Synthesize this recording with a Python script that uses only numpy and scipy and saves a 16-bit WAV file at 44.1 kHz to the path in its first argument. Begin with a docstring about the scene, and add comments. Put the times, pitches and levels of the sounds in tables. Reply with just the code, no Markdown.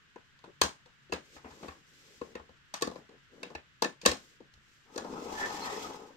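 """Toy wagons on a wooden floor

Hard plastic wagons are nudged, knocked and set down on toy rails, close by. Each contact rings the
hollow wagon box and thumps the floor; wheels rumble and a hand rubs the plastic. At the end a wagon
rolls off, scraping and squealing. A small room answers, over a faint murmur of air."""
import sys
import numpy as np
from scipy import signal
from scipy.fft import rfft, irfft, next_fast_len
from scipy.io import wavfile
from scipy.ndimage import uniform_filter1d

SR = 44100
rng = np.random.default_rng(int(sys.argv[2]) if len(sys.argv) > 2 else 0)


def bounce(signal):
    """Save signal as a 16-bit WAV file at the path given by the first command-line argument."""
    frames = np.transpose(np.atleast_2d(signal))
    limited = np.clip(frames, -1, 1)
    pcm = np.round(limited * 32767).astype(np.int16)
    wavfile.write(sys.argv[1], SR, pcm)


N = 272044


def undb(db):
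    """Gain of a dB value."""
    return 10 ** (np.asarray(db) / 20)


def level(x, db):
    """Scale to an rms level."""
    return x * undb(db) / np.sqrt(np.mean(x ** 2))


def unit(x):
    """Scale each row to a peak of 1."""
    return x / np.max(np.abs(x), axis=-1, keepdims=True)


def colour(x, curve):
    """EQ through (freq_hz, gain_db) points."""
    hz, db = np.transpose(curve)
    size = next_fast_len(x.shape[-1])
    f = np.fft.rfftfreq(size, 1 / SR) + 1
    return irfft(rfft(x, size) * undb(np.interp(np.log(f), np.log(hz), db)), size)[..., :x.shape[-1]]


def resonate(x, hz, t60):
    """One mode: a decaying sine for every push; a broad second pass keeps its skirts steep."""
    w = 2 * np.pi * hz / SR
    radii = np.exp(-np.log(1000) / (t60 * SR)), np.exp(-w / 2)
    narrow, broad = [[1, -2 * r * np.cos(w), r * r] for r in radii]
    return signal.sosfilt([[1, 0.00077, -1.28, *narrow], [1, 0.032, -0.2, *broad]], x)


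def flicker(depth_db, rate_hz):
    """A gain that glides between random levels."""
    hold = int(SR / rate_hz)
    steps = np.repeat(rng.standard_normal(N // hold + 1), hold)
    return undb(depth_db * uniform_filter1d(steps, hold)[:N])


def swells(table):
    """Each row rises and falls once; one gain envelope per level column."""
    t = np.arange(N) / SR
    return sum(undb(db)[:, None] * np.sin(np.pi * np.clip((t - start) / length, 0, 1))
               for start, length, *db in table)


def stereo(mid, side, side_db):
    """Mid and side to left and right; the bass stays centred."""
    side = signal.sosfilt(signal.butter(1, 600, "high", fs=SR, output="sos"), side)
    return mid + undb(side_db) * side * np.array([[1], [-1]])


def shake(modes, t60_scale=1, flicker_db=3, bumps_per_s=1500):
    """Rail roughness, a dense uneven patter, shakes some modes; each swells on its own."""
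    patter = (rng.random((2, N)) < bumps_per_s / SR) * rng.standard_normal((2, N))
    ring = sum(level(resonate(patter, hz, t60_scale * t60), db) * flicker(flicker_db, 25)
               for hz, db, t60 in modes)
    return level(ring, 0)


# Room tone EQ: freq_hz, gain_db
AIR_EQ = [(15, -0.5), (25, 0.5), (153, 4.5), (439, -9), (677, -16.5), (1610, 3), (2350, -5), (2910, -2.5),
          (6560, -21.5), (8360, -28.5), (10100, -40), (11900, -40), (16000, -45)]


def air(level_db=-65.5, hum_hz=140, hum_db=-77):
    """Room tone that breathes a little, with the wavering hum of a distant appliance."""
    mid, side = colour(rng.standard_normal((2, N)), AIR_EQ)
    side = colour(side, [(60, 1), (400, -6), (1500, 0)])
    hum = level(resonate(rng.standard_normal(N), hum_hz, t60=0.1905), hum_db)
    return level(np.array([mid + side, mid - side]) * flicker(1.2, 0.5), level_db) + hum


def room(x, t60_s=0.16, treble_fade_s=0.017, dull_hz=5300, mid_db=-25):
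    """A small room's reflections: short, wide and duller than the direct sound."""
    t = np.arange(SR // 4) / SR
    echo = rng.standard_normal((2, len(t))) * undb(-60 * t / t60_s) * np.clip(t / 0.0013 - .5, 0, 1)
    dark = colour(echo, [(dull_hz * 1.3, 0), (dull_hz * 2, -40)])
    echo = dark + (echo - dark) * undb(-60 * t / treble_fade_s)
    echo = colour(echo, [(60, -6), (300, 0), (dull_hz, -2), (16000, -10)])
    echo = stereo(*echo, 13.24) * undb(mid_db) / np.sqrt(np.sum(echo[0] ** 2))
    return signal.fftconvolve(x[:1], echo, axes=1)[:, :x.shape[1]]


# Rubbed plastic EQ: freq_hz, gain_db
FRICTION_EQ = [(1180, -77), (2000, -3), (6250, -3), (9130, -7.5), (10100, 4), (12000, 0.5), (15800, 0),
               (16500, -52.5)]


def friction_hiss(rub, flange, resting_hand_db=-75.5):
    """Skin and wheel flanges slide on plastic with a bright, restless hiss."""
    hiss = colour(rng.standard_normal((2, N)), FRICTION_EQ) * flicker(1.2, 60)
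    scrape = flange * flicker(1.8, 90)
    return (rub + scrape + undb(resting_hand_db)) * stereo(*level(hiss, 0), 0.88)


# Rail modes: pitch_hz, gain_db, t60_s
RAIL_MODES = [(2200, -3, .012), (2610, 0, .012), (3250, 2, .008), (4200, -5, .008), (5200, -2, .01),
              (6060, -3, .012)]


def rail_scrape(flange, gain_db=-8.5):
    """Wheel flanges scrape a gritty ring out of the rail."""
    return flange * undb(gain_db) * stereo(*shake(RAIL_MODES, flicker_db=3.5, bumps_per_s=600), -3)


# Squeals: start_s, length_s, pitch_hz, level_db
SQUEALS = [(5.333, 0.11, 1770, -49), (5.396, 0.074, 1775, -35.5), (5.422, 0.24, 1790, -48.5),
           (5.592, 0.072, 4240, -49), (5.628, 0.18, 1833, -48)]


def wheel_squeals(t60_s=0.03):
    """Wheels squeal briefly, each time on one narrow resonance."""
    return sum(swells([(start, length, db)]) * stereo(*shake([(hz, 0, t60_s)], flicker_db=-3.5), -6)
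               for start, length, hz, db in SQUEALS)


# Box and wall modes of a wagon on its wheels: pitch_hz, gain_db, t60_s (before t60_scale)
ROLLING_BOX_MODES = [(205, -12.5, 0.02), (324, -3.5, 0.032), (437, -1.5, 0.05)]
ROLLING_WALL_MODES = [(713, -26, 0.0077), (880, 3.5, 0.033), (1010, 7, 0.013), (1241, -2, 0.054)]
BOX_LOW_HZ = 215  # the small box radiates little below this


def wheel_rumble(nudge, roll, speed):
    """Wheels shake the box, its walls and the floor board; speed brings up the walls."""
    box = nudge * stereo(*shake(ROLLING_BOX_MODES, t60_scale=0.44), -7)
    box += roll * stereo(*shake(ROLLING_BOX_MODES, t60_scale=0.53), -21)
    box = colour(box, [(BOX_LOW_HZ / 2, -18), (BOX_LOW_HZ, 0)])
    board = roll * undb(-24.5) * shake(KNOCK_MODES[:1], t60_scale=0.94)[0]
    walls = nudge * undb(-13.5) * stereo(*shake(KNOCK_MODES[5:9], t60_scale=0.3), -1.5)
    walls += roll * undb(-10.5 + 13 * speed) * stereo(*shake(ROLLING_WALL_MODES, t60_scale=0.76), -1.9)
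    return box + board + walls


# A hand shifts a wagon: start_s, length_s, rumble_db, rub_db
NUDGES = [(0.449, 0.077, -58.5, -116), (1.2, 0.24, -70, -66), (1.32, 0.071, -61, -60.5),
          (1.4, 0.43, -58, -62.5), (1.8, 0.57, -69, -63.5), (2.22, 0.28, -63, -84), (2.84, 0.2, -58, -69),
          (3.089, 0.11, -60, -105), (3.29, 0.3, -54.5, -78), (4.06, 0.33, -71.5, -65),
          (4.6, 0.29, -82, -73.5)]
# The wagon rolls away: time_s, rumble_db, speed (0-1)
ROLL_AWAY = [(4.85, -76.5, 0.37), (4.948, -51.5, 0.42), (5.099, -44.5, 0.19), (5.301, -43.5, 0.52),
             (5.42, -46.5, 0.99), (5.56, -48.5, 1), (5.72, -47.5, 1), (5.87, -46.5, 0.83),
             (6.031, -55.5, 0.55), (6.17, -61, 0.16)]


def moving_wagons():
    """Small nudges, then one long roll that brightens with speed."""
    t = np.arange(N) / SR
    nudge, rub = swells(NUDGES)
    time_s, rumble_db, speeds = np.transpose(ROLL_AWAY)
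    roll = undb(np.interp(t, time_s, rumble_db, left=-150))
    speed = np.interp(t, time_s, speeds)
    flange = roll * undb(-20.5 + 21.5 * speed)
    rumble = wheel_rumble(nudge, roll, speed)
    return rumble + wheel_squeals() + rail_scrape(flange) + friction_hiss(rub, flange)


def floor_thump(push, hz, t60):
    """The floor board takes the wagon's weight and booms."""
    jolt = np.diff(np.pad(push, (1, SR // 4)))
    return unit(colour(resonate(jolt, hz, t60), [(30, -19), (60, -2)]))


def loose_rattle(t, band_db, t60_s=0.22, grit_db=2):
    """Loose wheels and couplings shiver on unevenly, with the blow's colour but no pitch."""
    lows = [(60, band_db[1] - 72), (150, band_db[1] - 15)]
    bands = [(hz, db - 10 * np.log10(hz)) for hz, db in zip(BAND_HZ[1:], band_db[1:])]  # level per Hz
    shiver = colour(rng.standard_normal((2, len(t))), lows + bands) * np.sqrt(SR)
    grit = np.repeat(rng.standard_normal(len(t) // 150 + 1), 150)[:len(t)]
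    return shiver * undb(grit_db * grit - 60 * t / t60_s)


def plastic_snap(burst, strength_db):
    """The bare snap of hard plastic; a softer crack has less top."""
    top_db = 0.35 * strength_db
    eq = [(1500, -18.5), (4000, -11), (7500, top_db - 3), (10000, top_db + 8), (16000, top_db + 7)]
    return unit(colour(burst, eq))


# Modes of the floor board (first row) and the struck wagon: pitch_hz, gain_db, t60_s
KNOCK_MODES = [(76, 0, .12), (210, -20, .025), (300, -14, .03), (385, -2, .035), (490, 3, .035),
               (700, -7, .02), (870, -4, .022), (1060, 1, .024), (1360, -6, .02), (1750, 2, .025),
               (2200, -3, .01), (2620, -1, .018), (3450, -9, .005), (3850, -5, .006), (4300, -2, .006),
               (4750, 0, .007), (5300, -2, .006), (6150, 1, .005), (6850, -4, .004), (7800, -5, .002)]
# Stereo width of a knock, as side EQ: freq_hz, gain_db
KNOCK_SIDE_EQ = [(300, -15), (1000, -9), (2400, -7), (4000, -2), (10000, -9)]
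# Centres of the floor, box, wall, clack and crack bands: freq_hz
BAND_HZ = (75, 470, 1050, 2550, 5500)
# Hits: start_s, level_db, then relative to it box_db, crack_db, floor_db, rattle_db, clack_db
HITS = [(0.158, -49, -1.5, -21.5, -28, -15, -3.5), (0.389, -65, -11.5, -8, -27, -13, -13),
        (0.439, -49.5, -5.5, -17.5, -28.5, -8, -10), (0.614, -18.5, -22, -4, -22.5, -15.5, -4.5),
        (0.635, -30, -6, -4.5, -11.5, -9.5, -16), (0.858, -58, -5, -12, -22, -8.5, -18),
        (1.094, -71, 20.5, -7, -12, -11, 0), (1.122, -28.5, -3.5, -14.5, -24, -17.5, -2),
        (1.133, -43, 5, 0, -10, -12, 0), (1.363, -52, -13, -28, -10, -3.5, -6),
        (1.444, -50.5, -1, -57, -1.5, 0, -6.5), (1.506, -55.5, -18, -15, 0, 1, -12),
        (1.628, -53.5, 2, -12, -6, 3.5, -6.5), (1.682, -36, -18, -22.5, -11, -13, -9),
        (2.213, -37.5, 3.5, -24, -19.5, -20, -10), (2.352, -39.5, -0.5, -17.5, -24, -15.5, -2.5),
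        (2.395, -46, -7.5, -27.5, -16, -18, -29), (2.491, -57, 2, -19, -10, -13.5, -23),
        (2.739, -33, -18, -6, -45.5, -12, -4.5), (2.81, -44, -9, -8, -38, -3, -20),
        (2.821, -28.5, 1, -2, -31, -17.5, -2), (2.872, -33, 0.5, -19, -19, -24, -19),
        (2.897, -47, 5, -18, -25, -16.5, -18), (2.913, -41, -3.5, -21, -40, -14, -32),
        (2.956, -47, 3.5, -16.5, -23, -11.5, -10), (3.09, -64.5, 3.5, -10, -8, -4, -17),
        (3.43, -39.5, 2, -6, -29.5, -19, 6.5), (3.501, -49.5, -2.5, -18, -21, -6.5, -19),
        (3.55, -38.5, 0, -14, -14, -20.5, 1.5), (3.821, -22.5, -8, -6.5, -64.5, -16, -9),
        (3.843, -27.5, -13, -10.5, -37.5, -25, 0), (3.853, -45.5, 14.5, -33, -37, -18, -11.5),
        (4.014, -66, -12.5, 12, -4.5, -6.5, 15.5), (4.031, -57, 8, -23, -10.5, -10, -12),
        (4.052, -31.5, -29.5, -6.5, -25.5, -21, 4.5), (4.059, -19, -6, 0.5, -32, -14.5, -0.5),
        (4.078, -33.5, -1, -11.5, -8, -10, -5), (4.092, -43.5, 8.5, 3.5, -4, -13, -20.5),
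        (4.114, -38.5, 4, 0, -9, -17.5, 1), (4.403, -60, 12.5, -15, -11, -14.5, -15),
        (4.537, -74.5, -11.5, 8, 9, -19, -4), (4.959, -40, 4, -10.5, -47, -32, -13),
        (4.977, -32.5, -4.5, -9, -23.5, -13, -10.5), (5.045, -40, -0.5, -21, -18, -7.5, -19),
        (5.125, -50, 13.5, -25, -18, -15, -25)]


def wagon_knocks(contact_s=0.00677, snap_db=19, scatter_db=2.5, detune=0.02):
    """A chattering contact rings the hollow wagon; grip and place shift the modes and the echoes."""
    out, t = np.zeros((2, N + SR)), np.arange(SR // 4) / SR
    low_cut = signal.butter(3, BOX_LOW_HZ, "high", fs=SR, output="sos")
    mode_hz, mode_db, mode_t60 = np.transpose(KNOCK_MODES)
    contact = t / contact_s
    push = contact ** 2 * np.exp(-4 * contact)  # builds up, then lets go
    ring_len = SR // 10
    for start_s, level_db, box_db, crack_db, floor_db, rattle_db, clack_db in HITS:
        band_db = (floor_db, box_db, 0, clack_db, crack_db)
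        chatter = push[:ring_len] * rng.standard_normal((2, ring_len))
        burst = chatter * push[:ring_len]  # shorter, so the modes below the clack ring clear
        gain_drift, pitch_drift = rng.standard_normal((2, len(mode_hz)))
        tone_db = np.interp(np.log(mode_hz), np.log(BAND_HZ), band_db)
        gains = undb(mode_db + tone_db + scatter_db * gain_drift)
        pitches = mode_hz * (1 + detune * pitch_drift)
        (floor_gain, floor_hz, floor_t60), *wagon_modes = zip(gains, pitches, mode_t60)
        ring = sum(gain * unit(resonate(burst if hz < BAND_HZ[3] else chatter, hz, t60))
                   for gain, hz, t60 in wagon_modes)
        snap = undb(crack_db + snap_db) * plastic_snap(burst, level_db + crack_db)
        wagon = undb(rattle_db) * loose_rattle(t, band_db) * np.clip(contact, 0, 1)
        wagon[:, :ring_len] += ring + snap
        mid, side = signal.sosfilt(low_cut, wagon)
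        direct = mid + colour(side, KNOCK_SIDE_EQ) * np.array([[1], [-1]])
        direct = np.pad(direct, ((0, 0), (0, SR // 8)))
        thump = floor_gain * floor_thump(push, floor_hz, floor_t60)
        onset = int((start_s - .001) * SR)
        for layer in (direct + room(direct), thump):
            out[:, onset:onset + layer.shape[-1]] += undb(level_db) * layer
    return out[:, :N]


# Right channel lag: freq_hz, delay_ms
RIGHT_DELAY = [(300, .1), (1100, .22), (2400, .36), (4300, .465), (9000, .465)]


def place_left(pair):
    """The wagons stand to the left: the right side hears them later, the highs most of all."""
    size = next_fast_len(N)
    f = np.fft.rfftfreq(size, 1 / SR)
    phase = 2 * np.pi * f * np.interp(f, *np.transpose(RIGHT_DELAY)) / 1000
    return np.array([pair[0], irfft(rfft(pair[1], size) * np.exp(-1j * phase), size)[:N]])


def scene():
    """Knocks and rolling in the room, over the air."""
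    rolling = moving_wagons()
    return place_left(wagon_knocks() + rolling + room(rolling)) + air()


# Balance, left minus right: freq_hz, gain_db
BALANCE_EQ = [(60, 3.5), (200, 2), (550, 7), (1100, 5), (1900, -2), (4000, 0.5), (7000, 2), (12000, -1)]
# Dulled top with deep notches at 10 and 14 kHz: freq_hz, gain_db
TREBLE_EQ = [(20, 1.5), (7500, 1), (9000, -4.5), (10000, -29.5), (11500, -13), (13000, -15.5),
             (14000, -36.5), (15300, -18.5), (17000, -52.5)]


def record(dry, top_hz=16500):
    """Left-right balance, a dulled and notched treble, and a steep top cut."""
    pair = np.array([colour(channel, [(hz, sign * db / 2) for hz, db in BALANCE_EQ])
                     for channel, sign in zip(dry, (1, -1))])
    return signal.sosfilt(signal.ellip(8, .2, 70, top_hz, fs=SR, output="sos"), colour(pair, TREBLE_EQ))


dry = scene()
out = record(dry)
bounce(out)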